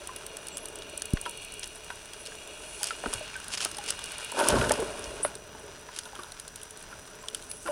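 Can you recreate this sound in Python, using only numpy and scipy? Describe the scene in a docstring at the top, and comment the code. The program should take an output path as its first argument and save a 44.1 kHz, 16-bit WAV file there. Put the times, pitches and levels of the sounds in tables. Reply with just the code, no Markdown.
"""Open sea, just under the surface, heard by a swimmer's camera microphone in a watertight housing.
Dolphins whistle and click, near and far; each click rattles briefly in the housing wall.
Bubbles ring, spray fizzes overhead, water slaps the housing and one stroke churns the sea close by.
Under it all lie the wash of the sea and the camera's own hiss, hum and thin whine."""
import sys
import numpy as np
from scipy import signal
from scipy.fft import rfft, irfft
from scipy.io import wavfile
from scipy.ndimage import uniform_filter1d

SR = 44100
rng = np.random.default_rng(int(sys.argv[2]) if len(sys.argv) > 2 else 0)


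def digitize_waveform(pressure):
    """Quantize a signal to 16-bit integers and store it at the path in sys.argv[1].

    Rows of a 2-D input are taken as channels; values are limited to [-1, 1].
    """
    field = np.atleast_2d(pressure).T
    bounded = np.clip(field, -1, 1)
    quanta = np.round(bounded * 32767).astype(np.int16)
    wavfile.write(sys.argv[1], SR, quanta)


N = 340011
T = np.arange(N) / SR

# Spectra of the water. Each row: frequency in Hz, relative level in dB.
GURGLE = [(150, -24.5), (300, -9), (380, -5), (430, 0), (510, -10), (600, 0.5), (660, -5), (770, -12),
          (950, -9), (1150, -13.5), (1550, -14), (1900, -19.5), (2600, -32)]  # the low wash
HISS = [(600, -0.5), (950, 8.5), (1150, 4.5), (1520, 12.5), (1750, 6), (2000, 3), (3000, 4), (3900, 3),
        (4600, -1.5), (5000, 5), (5400, 1), (7000, -1.5), (8000, -7), (11000, -33)]  # the broad hiss above it
SPRAY = [(6000, -2), (7600, -5), (8300, 5), (9100, 1.5), (10000, 3), (11000, -6.5), (13000, -10),
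         (16000, -11)]  # fine spray
SPURT = [(500, -5.5), (1400, -4.5), (2000, -4.5), (2800, 5), (4000, -1), (5300, 2.5), (7300, -1.5),
         (10000, -2.5), (16000, -23)]  # drops on the surface
CHURN = [(120, -8.5), (280, -7.5), (420, -1), (600, 5), (760, -3), (950, 9), (1200, -0.5), (1500, 10),
         (1950, -16.5), (2800, -1.5), (4300, -19), (5050, -6), (5700, -27), (10000, -4)]  # water churned close by
# Spectra of a click's three parts. Each row: frequency in Hz, relative level in dB.
CLICK_BODY = [(500, -58), (1000, -4), (1500, 11.5), (2100, -2), (2900, 6.5), (3350, 7.5), (3900, 5.5),
              (5200, 6), (6800, 4.5), (9000, -18), (16000, -51)]
CLICK_BRIGHT = [(3000, -28), (5500, -10.5), (7000, -3), (8500, 10.5), (10500, 8.5), (12500, 0), (16000, 1)]
CLICK_EDGE = [(7000, -39), (10500, 0), (12300, 9), (16000, 6)]  # strongest above 12 kHz
# Resonances of the housing wall. 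Each entry: frequency in Hz.
WALL_HZ = [3320, 3850, 4270]


def undb(db):
    """Decibels to gain."""
    return 10 ** (np.asarray(db) / 20)


def unit(x):
    """Scale to rms 1."""
    return x / np.sqrt(np.mean(x ** 2))


def curves(table):
    """Each column after the first (time in seconds), joined by straight lines."""
    s, *columns = np.transpose(table)
    return [np.interp(T, s, c) for c in columns]


def add(out, s, x):
    """Mix x into out from time s."""
    i = int(np.clip(s * SR, 0, N - 1))
    out[i:i + len(x)] += x[:N - i]


def colour(x, points, size=8192):
    """Causal filter through (Hz, dB) points, falling away outside them."""
    hz, db = np.transpose(points)
    f = np.maximum(np.arange(size // 2 + 1), 1) * SR / size
    octaves_outside = np.maximum(np.log2(hz[0] / f), 0) + np.maximum(np.log2(f / hz[-1]), 0)
    gain = undb(np.interp(np.log(f), np.log(hz), db) - 20 * np.minimum(octaves_outside, 2))
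    cepstrum = irfft(np.log(gain))
    cepstrum[1:size // 2] *= 2  # fold to minimum phase
    cepstrum[size // 2 + 1:] = 0
    response = irfft(np.exp(rfft(cepstrum))) * np.hanning(2 * size)[size:]
    return signal.oaconvolve(x, response)[:len(x)]


def walk(rate):
    """Random drift with a spread near 1, turning rate times a second."""
    k = int(SR / rate)
    return uniform_filter1d(np.repeat(rng.standard_normal(N // k + 1), k), k)[:N]


def pops(rate, spread_db):
    """Random impulses, about rate a second, a few much larger than the rest."""
    fires = rng.random(N) < rate / SR
    size = np.minimum(rng.exponential(size=N), 4)
    return fires * undb(spread_db * size) * rng.choice([-1, 1], N)


def swell(start_s, attack_s, hold_s, fall_db_per_s):
    """Gain that builds up, holds, then dies away."""
    rise = np.clip((T - start_s) / attack_s, 0, 1) ** 2
    return rise * undb(-fall_db_per_s * np.maximum(T - start_s - attack_s - hold_s, 0))


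def bubble(hz, t60, start_ratio, settle_s=0.0062, rise_s=0.00056):
    """A pocket of air rings and settles to its pitch as it leaves the surface."""
    t = np.arange(int(max(t60, .002) * SR)) / SR
    pitch = hz * (1 + (start_ratio - 1) * np.exp(-t / settle_s))
    envelope = np.exp(-np.log(1000) * t / t60) * (1 - np.exp(-t / rise_s))
    return np.sin(2 * np.pi * np.cumsum(pitch) / SR) * envelope


def swarm(lo_hz, hi_hz, cycles, spread_db, span_s, count):
    """Many small bubbles of random size, born at random moments."""
    out = np.zeros(N)
    for when, size, force, glide in rng.random((count, 4)):
        s = span_s[0] + when * (span_s[1] - span_s[0])
        hz = lo_hz * (hi_hz / lo_hz) ** size
        gain = undb(-spread_db * np.log(max(force, .03))) * rng.choice([-1, 1])
        add(out, s, gain * bubble(hz, cycles / hz, start_ratio=0.89 + 0.49 * glide))
    return out


def sea(rumble_db=1.7, gurgle_db=2.0, foam_db=1.9, hiss_db=4.5, spray_db=2.5, bubbly=0.11):
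    """Open water all round: rumble, a wash with small bubbles, ringing foam, hiss and fine spray."""
    # The sea's rise and fall. Each row: time in seconds, then rumble, gurgle, foam, hiss and spray
    # in relative dB.
    levels = [(0, -59, -50.5, -52, -55, -55), (.75, -57.5, -48.5, -52, -57, -56),
              (1.4, -58, -52.5, -47, -58.5, -53), (1.9, -57, -55, -53, -55, -55.5),
              (2.2, -57.5, -52.5, -53, -56, -54), (2.5, -58.5, -50.5, -48, -56, -52.5),
              (2.9, -58.5, -51.5, -50.5, -53.5, -50), (3.13, -56, -48, -44.5, -49.5, -47.5),
              (3.35, -55.5, -56.5, -51.5, -50.5, -52.5), (3.8, -56, -51, -48.5, -50.5, -51.5),
              (4.25, -56.5, -53.5, -44, -48, -49.5), (4.8, -59, -40, -45.5, -51, -48.5),
              (5.22, -50.5, -46, -54, -51, -50), (5.4, -57, -53, -60.5, -58, -60),
              (5.63, -58, -49.5, -59, -54.5, -58.5), (6.1, -58.5, -59.5, -65.5, -54.5, -57.5),
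              (7.25, -57.5, -52.5, -63.5, -55, -58.5), (7.71, -58.5, -56.5, -59.5, -58, -47.5)]
    # Spectra of the rumble and the foam. Each row: frequency in Hz, relative level in dB.
    rumble_spectrum = [(12, -37), (20, 2.5), (188, -6.5), (255, -8.5), (280, -6.5), (308, -16), (330, -18),
                       (430, -27), (730, -120)]
    foam_spectrum = [(1500, -21.5), (2000, -24), (2250, -6), (2480, 3), (2600, -5.5), (2850, 6), (3020, -5),
                     (3150, -16), (3330, 0.5), (3550, -12), (3800, -4), (4080, -19), (4290, -2),
                     (4700, -21)]
    rumble, gurgle, foam, hiss, spray = curves(levels)
    noise = rng.standard_normal((5, N))
    small = bubbly * unit(swarm(305.5, 1810, cycles=15, spread_db=5.8, span_s=(0, N / SR), count=1800))
    layers = (
        (noise[0], rumble_spectrum, rumble + rumble_db + 1.2 * walk(7.5)),
        (small + noise[1], GURGLE, gurgle + gurgle_db + 0.25 * walk(21)),
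        (unit(pops(1200, 5.0)) + 1.7 * noise[2], foam_spectrum, foam + foam_db + 1.16 * walk(25.01)),
        (unit(pops(700, 4.6)) + noise[3] + small, HISS, hiss + hiss_db + 0.7 * walk(25)),
        (unit(pops(350, 1.3)) + 0.85 * noise[4], SPRAY, spray + spray_db + 1.6 * walk(31)))
    return sum(unit(colour(source, spectrum)) * undb(db) for source, spectrum, db in layers)


def far_clicks(rate=30, level_db=-62, ring_s=.001, body=0.19, size=256):
    """The rest of the pod ticks away in the distance."""
    wall = rng.standard_normal(size) * np.exp(-np.arange(size) / SR / ring_s)
    ticks = signal.oaconvolve(pops(rate, 1.7), wall)[:N]
    return undb(level_db) * unit(colour(ticks, CLICK_BRIGHT) + body * colour(ticks, CLICK_BODY))


def rattle(bright_db, body_db, edge_db, mode_hz, crossing_s=0.0016, ring_s=0.0019, fade_s=0.0087,
           tail=0.045, tail_s=0.0063, stir_db=-20, mode_q=7, mode_gain=1.95, size=512):
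    """A sharp pulse bounces through the housing wall, rings one of its resonances and dies."""
    t = np.arange(size) / SR
    envelope = np.exp(-np.maximum(t - crossing_s, 0) / ring_s - t / fade_s) + tail * np.exp(-t / tail_s)
    bounces = rng.standard_normal(size) * envelope
    bright, body, edge = (colour(bounces, p, size=512) for p in (CLICK_BRIGHT, CLICK_BODY, CLICK_EDGE))
    body = body + mode_gain * signal.lfilter(*signal.iirpeak(mode_hz, mode_q, fs=SR), body)
    body_gain = undb(body_db) + undb(bright_db + stir_db)  # even a bright pulse stirs the lower modes
    parts = (bright, undb(bright_db)), (body, body_gain), (edge, undb(edge_db))
    return sum(gain * part / np.abs(part).max() for part, gain in parts)


def near_clicks(bright_db=2.5, body_db=1.5, edge_db=29.0):
    """The nearest dolphins' echolocation clicks strike the housing; the tone shifts as the beam turns."""
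    # Trains of about twelve clicks a second. Each row: start in seconds, relative peak in dB.
    trains = [(0.0725, -23), (0.1615, -24), (0.2643, -22), (0.3683, -23.5), (0.469, -25), (0.484, -24),
              (0.5704, -20), (0.6561, -23.5), (0.6845, -28), (0.7563, -25), (0.787, -30), (0.896, -33),
              (0.9762, -20), (0.9971, -33), (1.055, -21), (1.1054, -33), (1.1343, -21), (1.2132, -21.5),
              (1.2938, -24.5), (1.3094, -32), (1.3738, -27.5), (1.4207, -31), (1.448, -27.5),
              (1.521, -27.5), (1.5394, -28), (1.5943, -25), (1.6576, -34), (1.6748, -25.5), (1.7564, -33),
              (1.845, -31), (1.956, -33.5), (2.0562, -33), (2.1338, -29), (2.2543, -33), (2.3521, -35),
              (2.4743, -32.5), (3.1941, -31.5), (3.3643, -30), (3.3997, -33), (3.4425, -31), (3.482, -24.5),
              (3.714, -25.5), (3.7842, -26.5), (3.8392, -29), (3.9915, -28), (4.0577, -26), (4.1188, -24.5),
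              (4.1819, -25), (4.246, -23), (4.318, -21.5), (4.8025, -25), (4.9926, -26), (5.353, -27.5),
              (6.234, -33.5), (6.32, -29), (6.3976, -25), (6.479, -26), (6.5582, -26.5), (6.6318, -28),
              (6.7076, -31), (6.7727, -32.5), (6.826, -31.5), (7.5137, -23)]
    # Tone as the animals turn. Each row: time in seconds, body offset in dB, edge offset in dB.
    tone = [(0.1, -14, -28), (.6, -12.5, -30), (1.25, -29, -30), (1.75, -35, -31), (2.15, -1, -28),
            (3.3, -22, -32), (3.95, 1.5, -30), (4.2, -19, -31), (6.25, 0.5, -34), (6.45, -13.5, -41),
            (7.5, -9, -32)]
    when, body_offsets, edge_offsets = np.transpose(tone)
    out = np.zeros(N)
    for s, db in trains:
        body = db + body_db + np.interp(s, when, body_offsets)
        edge = db + edge_db + np.interp(s, when, edge_offsets)
        add(out, s, rattle(db + bright_db, body, edge, rng.choice(WALL_HZ)))
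    return out


def near_bubbles(level_db=-1, scatter=0.34, scatter_s=0.006, crack=0.68, crack_s=0.0039, size=2048):
    """Large bubbles pinch off close by with a crack and a ring, which scatters from the surface."""
    # Single bubbles. Each row: start in seconds, final pitch in Hz, relative level in dB,
    # seconds to fall 60 dB.
    pockets = [(.091, 1010, -30.5, 0.079), (1.171, 1500, -22.5, .008), (1.254, 3050, -26.5, 0.028),
               (1.261, 1310, -23.5, 0.052), (1.262, 945, -27.5, 0.12), (1.902, 1470, -22.5, .022),
               (1.903, 940, -34, .04), (2.32, 1540, -33.5, 0.032), (2.81, 820, -35.5, 0.083),
               (2.907, 1315, -19, 0.036), (3.038, 585, -21.5, 0.04), (3.0595, 1400, -17.5, 0.016),
               (3.06, 389, -14, 0.022), (3.074, 270, -29.5, 0.072), (3.149, 105.5, -33, 0.17),
               (3.209, 606, -30.5, 0.14), (3.34, 2260, -31, 0.053), (3.355, 1502, -27.5, 0.085),
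               (3.658, 1274, -29.5, .07), (3.656, 560, -20.5, 0.014), (3.784, 807, -30, 0.11),
               (4.322, 910, -25, 0.06), (4.387, 1360, -23, 0.025), (4.409, 567, -16.5, 0.074),
               (4.412, 885, -16.5, 0.036), (4.495, 590, -17.5, 0.1), (4.525, 100, -28, 0.056),
               (4.539, 385, -15, 0.063), (4.613, 1390, -14.5, 0.03), (4.641, 1486, -18.5, 0.04),
               (4.7082, 590, -9.5, 0.046), (4.71, 876, -17.5, 0.057), (4.794, 443.4, -23, 0.2),
               (4.824, 385, -18.5, 0.051), (5.062, 58, -33.5, 0.25), (5.2485, 1050, -15, 0.01),
               (5.249, 590, -14.5, 0.034), (5.549, 860, -35, 0.076), (5.888, 944, -28.5, 0.034),
               (6.132, 800, -35.5, 0.046), (6.161, 1280, -35, .042), (6.19, 1130, -31, 0.076),
               (6.19, 356, -38.5, 0.18), (6.927, 1366, -33.5, 0.047), (7.236, 1004, -37, .061),
               (7.654, 330, -39, .28), (7.661, 1344, -26, 0.055), (7.678, 1010, -20, 0.038),
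               (7.687, 581, -24, .37)]
    out, t = np.zeros(N), np.arange(size) / SR
    for s, hz, db, t60 in pockets:
        ring = bubble(hz, t60, start_ratio=1.072)
        burst = rng.standard_normal(size) * np.exp(-t / crack_s)
        snap = colour(burst, [(hz / 2, -4), (hz, 0), (2 * hz, -5), (4 * hz, -16)], size=512)
        surface = rng.standard_normal(size) * t * np.exp(-2 * t / scatter_s)
        echo = signal.fftconvolve(ring, surface)
        echo *= np.linalg.norm(ring) / np.linalg.norm(echo)
        for part in (ring, crack * snap / np.abs(snap).max(), scatter * echo):
            add(out, s, undb(db + level_db) * part)
    return out


def whistles(level_db=-2, attack_s=0.0027, release_s=0.022, waver=0.018, twinkle_db=8.0,
             direct=0.41, reflected=1.45, echo_s=0.011, size=4096):
    """Thin dolphin whistles glide along arcs and arrive smeared by reflections from the waves."""
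    # One arc a whistle. Each row: start and length in seconds, first, middle and last pitch in Hz,
    # relative level in dB.
    arcs = [(.16, .14, 10700, 8460, 10000, -59), (0.468, .12, 9960, 7530, 10000, -51),
            (0.564, .095, 10100, 10900, 11300, -53), (2.112, 0.14, 8100, 10100, 10900, -59),
            (2.247, 0.31, 6300, 7280, 7100, -64), (5.227, 0.013, 7800, 8700, 9300, -30),
            (5.23, 0.017, 9040, 10400, 10900, -21), (5.252, 0.019, 10600, 9040, 8640, -31),
            (7.2, .11, 7340, 8660, 9700, -66), (7.491, 0.1, 10300, 10150, 10700, -44.5)]
    tones = np.zeros(N)
    wobble = 1 + waver * walk(500)
    twinkle = twinkle_db * walk(110)
    for s, length, first, middle, last, db in arcs:
        u = np.clip((T - s) / length, 0, 1)
        hz = first + (last - first) * u + 2 * (2 * middle - first - last) * u * (1 - u)
        phase = 2 * np.pi * np.cumsum(hz * wobble) / SR
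        fade = np.clip(np.minimum((T - s) / attack_s, (s + length - T) / release_s), 0, 1)
        tones += fade * undb(db + level_db + twinkle) * np.sqrt(2) * np.sin(phase)
    waves = rng.standard_normal(size) * np.exp(-np.arange(size) / SR / echo_s)
    return direct * tones + reflected * signal.oaconvolve(tones, waves / np.linalg.norm(waves))[:N]


def snaps(bright_db=1, body_db=-1, edge_db=16):
    """Drops and bursting air snap near the housing and ring its wall with a full body."""
    # Sharp pulses. Each row: start in seconds, bright part, body and edge in relative dB,
    # strongest wall resonance in Hz.
    pulses = [(.58, -23, -41, -53, 3300), (.821, -39, -28, -68, 3330), (1.02, -17, -22.5, -36, 4950),
              (1.6304, -46, -24, -63, 5000), (2.261, -27, -29, -59, 4270), (2.27, -30, -25, -62, 5100),
              (2.831, -12.5, -17.5, -27, 3240), (2.8409, -17, -19.5, -49, 5050),
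              (2.87, -22, -26, -50, 3350), (3.1366, -13, -34, -54, 3350), (3.5741, -41, -20, -59, 5050),
              (3.579, -41, -25, -49, 5100), (3.605, -31, -18, -46, 5400), (3.6482, -11, -19, -29, 5230),
              (3.7464, -34, -27, -64, 5100), (3.7687, -24.5, -32, -55, 5100), (3.861, -26, -28, -55, 3950),
              (3.8862, -28, -23, -44, 5350), (3.9045, -12, -18.5, -41, 5000), (4.04, -23, -28, -58, 5130),
              (4.3998, -22, -21.5, -53, 3350), (4.4857, -2, -16.5, -22, 5000),
              (4.6942, -17, -20, -45, 3250), (4.7188, -11, -14, -37, 4970), (4.7378, -26, -22, -59, 5050),
              (5.041, -30, -23.5, -63, 5500), (5.963, -31, -31, -52, 5000), (5.988, -18, -22.5, -48, 4960),
              (6.0343, -34, -33, -62, 5170), (6.0544, -34, -31.5, -61, 3750), (6.1529, -33, -31, -63, 3150),
              (6.6154, -34, -34, -61, 3200), (7.2842, -23, -21, -55, 3420), (7.347, -17.5, -23, -54, 3400),
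              (7.424, -32, -32.5, -55, 3350)]
    out = np.zeros(N)
    for s, bright, body, edge, hz in pulses:
        add(out, s, rattle(bright + bright_db, body + body_db, edge + edge_db, hz))
    return out


def knocks(gain=0.98, rebound=1.1):
    """Soft bumps right at the microphone dent the housing, which then springs back."""
    # Bumps. Each row: centre in seconds, relative level in dB, push width and recovery in seconds.
    bumps = [(1.138, -8.5, 0.0011, 0.0097), (3.079, -30, 0.0047, 0.011), (3.17, -43, 0.0042, .008),
             (4.531, -20, 0.0015, .006)]
    out = np.zeros(N)
    for s, db, width, recovery in bumps:
        push = np.exp(-((T - s) / width) ** 2)
        leak = np.exp(-1 / (recovery * SR))
        spring = signal.lfilter([1 - leak], [1, -leak], push)
        out -= gain * undb(db) * (push - rebound * spring)
    return out


def sloshes(level_db=-2, rise_s=0.0015):
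    """Water slaps the housing and churns briefly."""
    # Slaps of water. Each row: start in seconds, relative level in dB, decay in seconds.
    slaps = [(1.256, -30, 0.013), (1.901, -35, 0.02), (3.06, -46, 0.039), (3.128, -36.5, 0.028),
             (3.648, -45, 0.01), (4.384, -20.5, 0.026), (4.706, -44, .015), (5.25, -32, 0.026),
             (5.55, -62, .04), (6.056, -35, 0.014), (6.149, -39, 0.019), (6.19, -43, 0.11),
             (6.90, -42, 0.041), (7.655, -35, 0.17)]
    force, t = np.zeros(N), np.arange(SR // 2) / SR
    for s, db, decay in slaps:
        add(force, s, undb(db + level_db) * (1 - np.exp(-t / rise_s)) * np.exp(-t / decay))
    froth = unit(pops(900, 6.6)) + rng.standard_normal(N)
    return force * unit(colour(froth, CHURN))


def spurts(mist=0.52):
    """Drops patter on the surface just overhead in short crackling showers."""
    # Showers. Each row: centre in seconds, half length in seconds, level in dB.
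    showers = [(1.638, 0.0049, -33), (2.272, 0.011, -48), (2.868, 0.044, -36.5), (3.137, 0.0065, -32.5),
               (3.535, 0.013, -28.5), (3.58, 0.0038, -31), (3.613, 0.0033, -36), (3.635, 0.025, -31),
               (3.896, 0.016, -31.5), (4.489, 0.018, -28.5), (5.974, 0.028, -43), (7.358, 0.02, -47)]
    envelope = sum(undb(db) * np.exp(-((T - s) / half) ** 2 / 2) for s, half, db in showers)
    drops = unit(pops(5000, 7.6)) + mist * rng.standard_normal(N)
    return envelope * unit(colour(drops, SPURT))


def sizzle(level_db=-46):
    """Dense fine ticks swell and fade, ringing near the top of the housing's range."""
    # Spectrum of the ticks. Each row: frequency in Hz, relative level in dB.
    spectrum = [(7000, -11), (8200, -13), (8750, -6), (9250, -10), (9850, 3), (10400, -11), (11000, -17),
                (13000, -22)]
    envelope = swell(start_s=2.33, attack_s=0.39, hold_s=.08, fall_db_per_s=110)
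    return envelope * undb(level_db) * unit(colour(pops(4000, 1.8), spectrum))


def stroke(start_s=4.31, bubbling_s=.8, cloud_db=-32.5, rumble_db=-30, wash_db=-30, hiss_db=-36,
           spray_db=-41, mist_db=-54, froth=0.87, crackle_db=-11):
    """A close stroke drags air under: a bubble cloud crackles and hisses, and a heave of water follows."""
    air = swell(start_s, attack_s=0.078, hold_s=0.23, fall_db_per_s=57)
    push = swell(start_s=4.45, attack_s=.075, hold_s=.05, fall_db_per_s=67)
    cloud = swarm(196, 2660, cycles=15, spread_db=3.6, span_s=(start_s, start_s + bubbling_s), count=450)
    cloud = unit(cloud) * np.sqrt(bubbling_s * SR / N)  # rms near 1 while it bubbles
    cloud = 1.55 * colour(cloud + froth * rng.standard_normal(N), CHURN)
    crackle = undb(crackle_db) * unit(colour(pops(120, 2.9), SPURT))
    fizz = sum(undb(db) * unit(colour(unit(pops(700, 6.7)) + rng.standard_normal(N), spectrum))
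               for spectrum, db in ((HISS, hiss_db), (SPRAY, spray_db), (CLICK_EDGE, mist_db)))
    # Spectrum of the heave. Each row: frequency in Hz, relative level in dB.
    heave_spectrum = [(25, -20), (55, 5), (90, -8), (125, 2), (170, -10.5), (255, 0), (400, -20)]
    heave = undb(rumble_db) * unit(colour(rng.standard_normal(N), heave_spectrum))
    wash = undb(wash_db) * unit(colour(rng.standard_normal(N), GURGLE))
    return air * (undb(cloud_db) * (cloud + crackle) + fizz) + push * (heave + wash)


def far_bubbles(level_db=-56):
    """Further off, stray bubbles rise in the wake of the stroke and plop softly."""
    return undb(level_db) * swarm(449, 1560, cycles=43, spread_db=3.5, span_s=(5.4, 7.4), count=70)


def thin_clicks(start_s=6.994, gap_s=.0803, quicken_s=.00243, count=11):
    """A dolphin further off arrives as faint, very high ticks, each gap shorter than the last."""
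    out, s = np.zeros(N), start_s
    for k in range(count):
        add(out, s, rattle(bright_db=-36, body_db=-52, edge_db=-35, mode_hz=rng.choice(WALL_HZ)))
        s += gap_s - k * quicken_s
    return out


def scene():
    """Everything that reaches the housing, in mono."""
    dolphins = near_clicks() + thin_clicks() + far_clicks() + whistles()
    water = near_bubbles() + far_bubbles() + snaps() + sloshes() + spurts() + sizzle() + stroke() + sea()
    return (dolphins + water + knocks())[None]


def record(dry):
    """The microphone hears through the housing; the camera adds whine, hum and hiss and cuts the top."""
    # The housing passes little above 11 kHz. Each row: frequency in Hz, gain in dB.
    housing = [(20, 0.5), (10900, -2), (11400, -6.5), (11800, -26), (12200, -11), (14000, -12.5),
               (16000, -24)]
    # The camera's own hiss. Each row: frequency in Hz, relative level in dB.
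    self_noise = [(3000, -18), (10500, -9), (11800, -16), (12500, -2), (14000, -1), (16000, -6)]
    whine_hz, hum_hz, cutoff_hz = 5880, 432, 16200
    whine_db, hum_db, hiss_db = -59, -65, -68.5
    whine = np.sqrt(2) * undb(whine_db) * np.sin(2 * np.pi * whine_hz * T + 0.13 * walk(90))
    hum = np.sqrt(2) * undb(hum_db) * np.sin(2 * np.pi * hum_hz * T + 0.86 * walk(14))
    hiss = undb(hiss_db) * unit(colour(rng.standard_normal(N), self_noise))
    inside = colour(dry[0], housing) + whine + hum + hiss
    lowpass = signal.ellip(10, .2, 85, cutoff_hz, fs=SR, output="sos")
    return signal.sosfilt(lowpass, inside)[None]


dry = scene()
out = record(dry)
digitize_waveform(out)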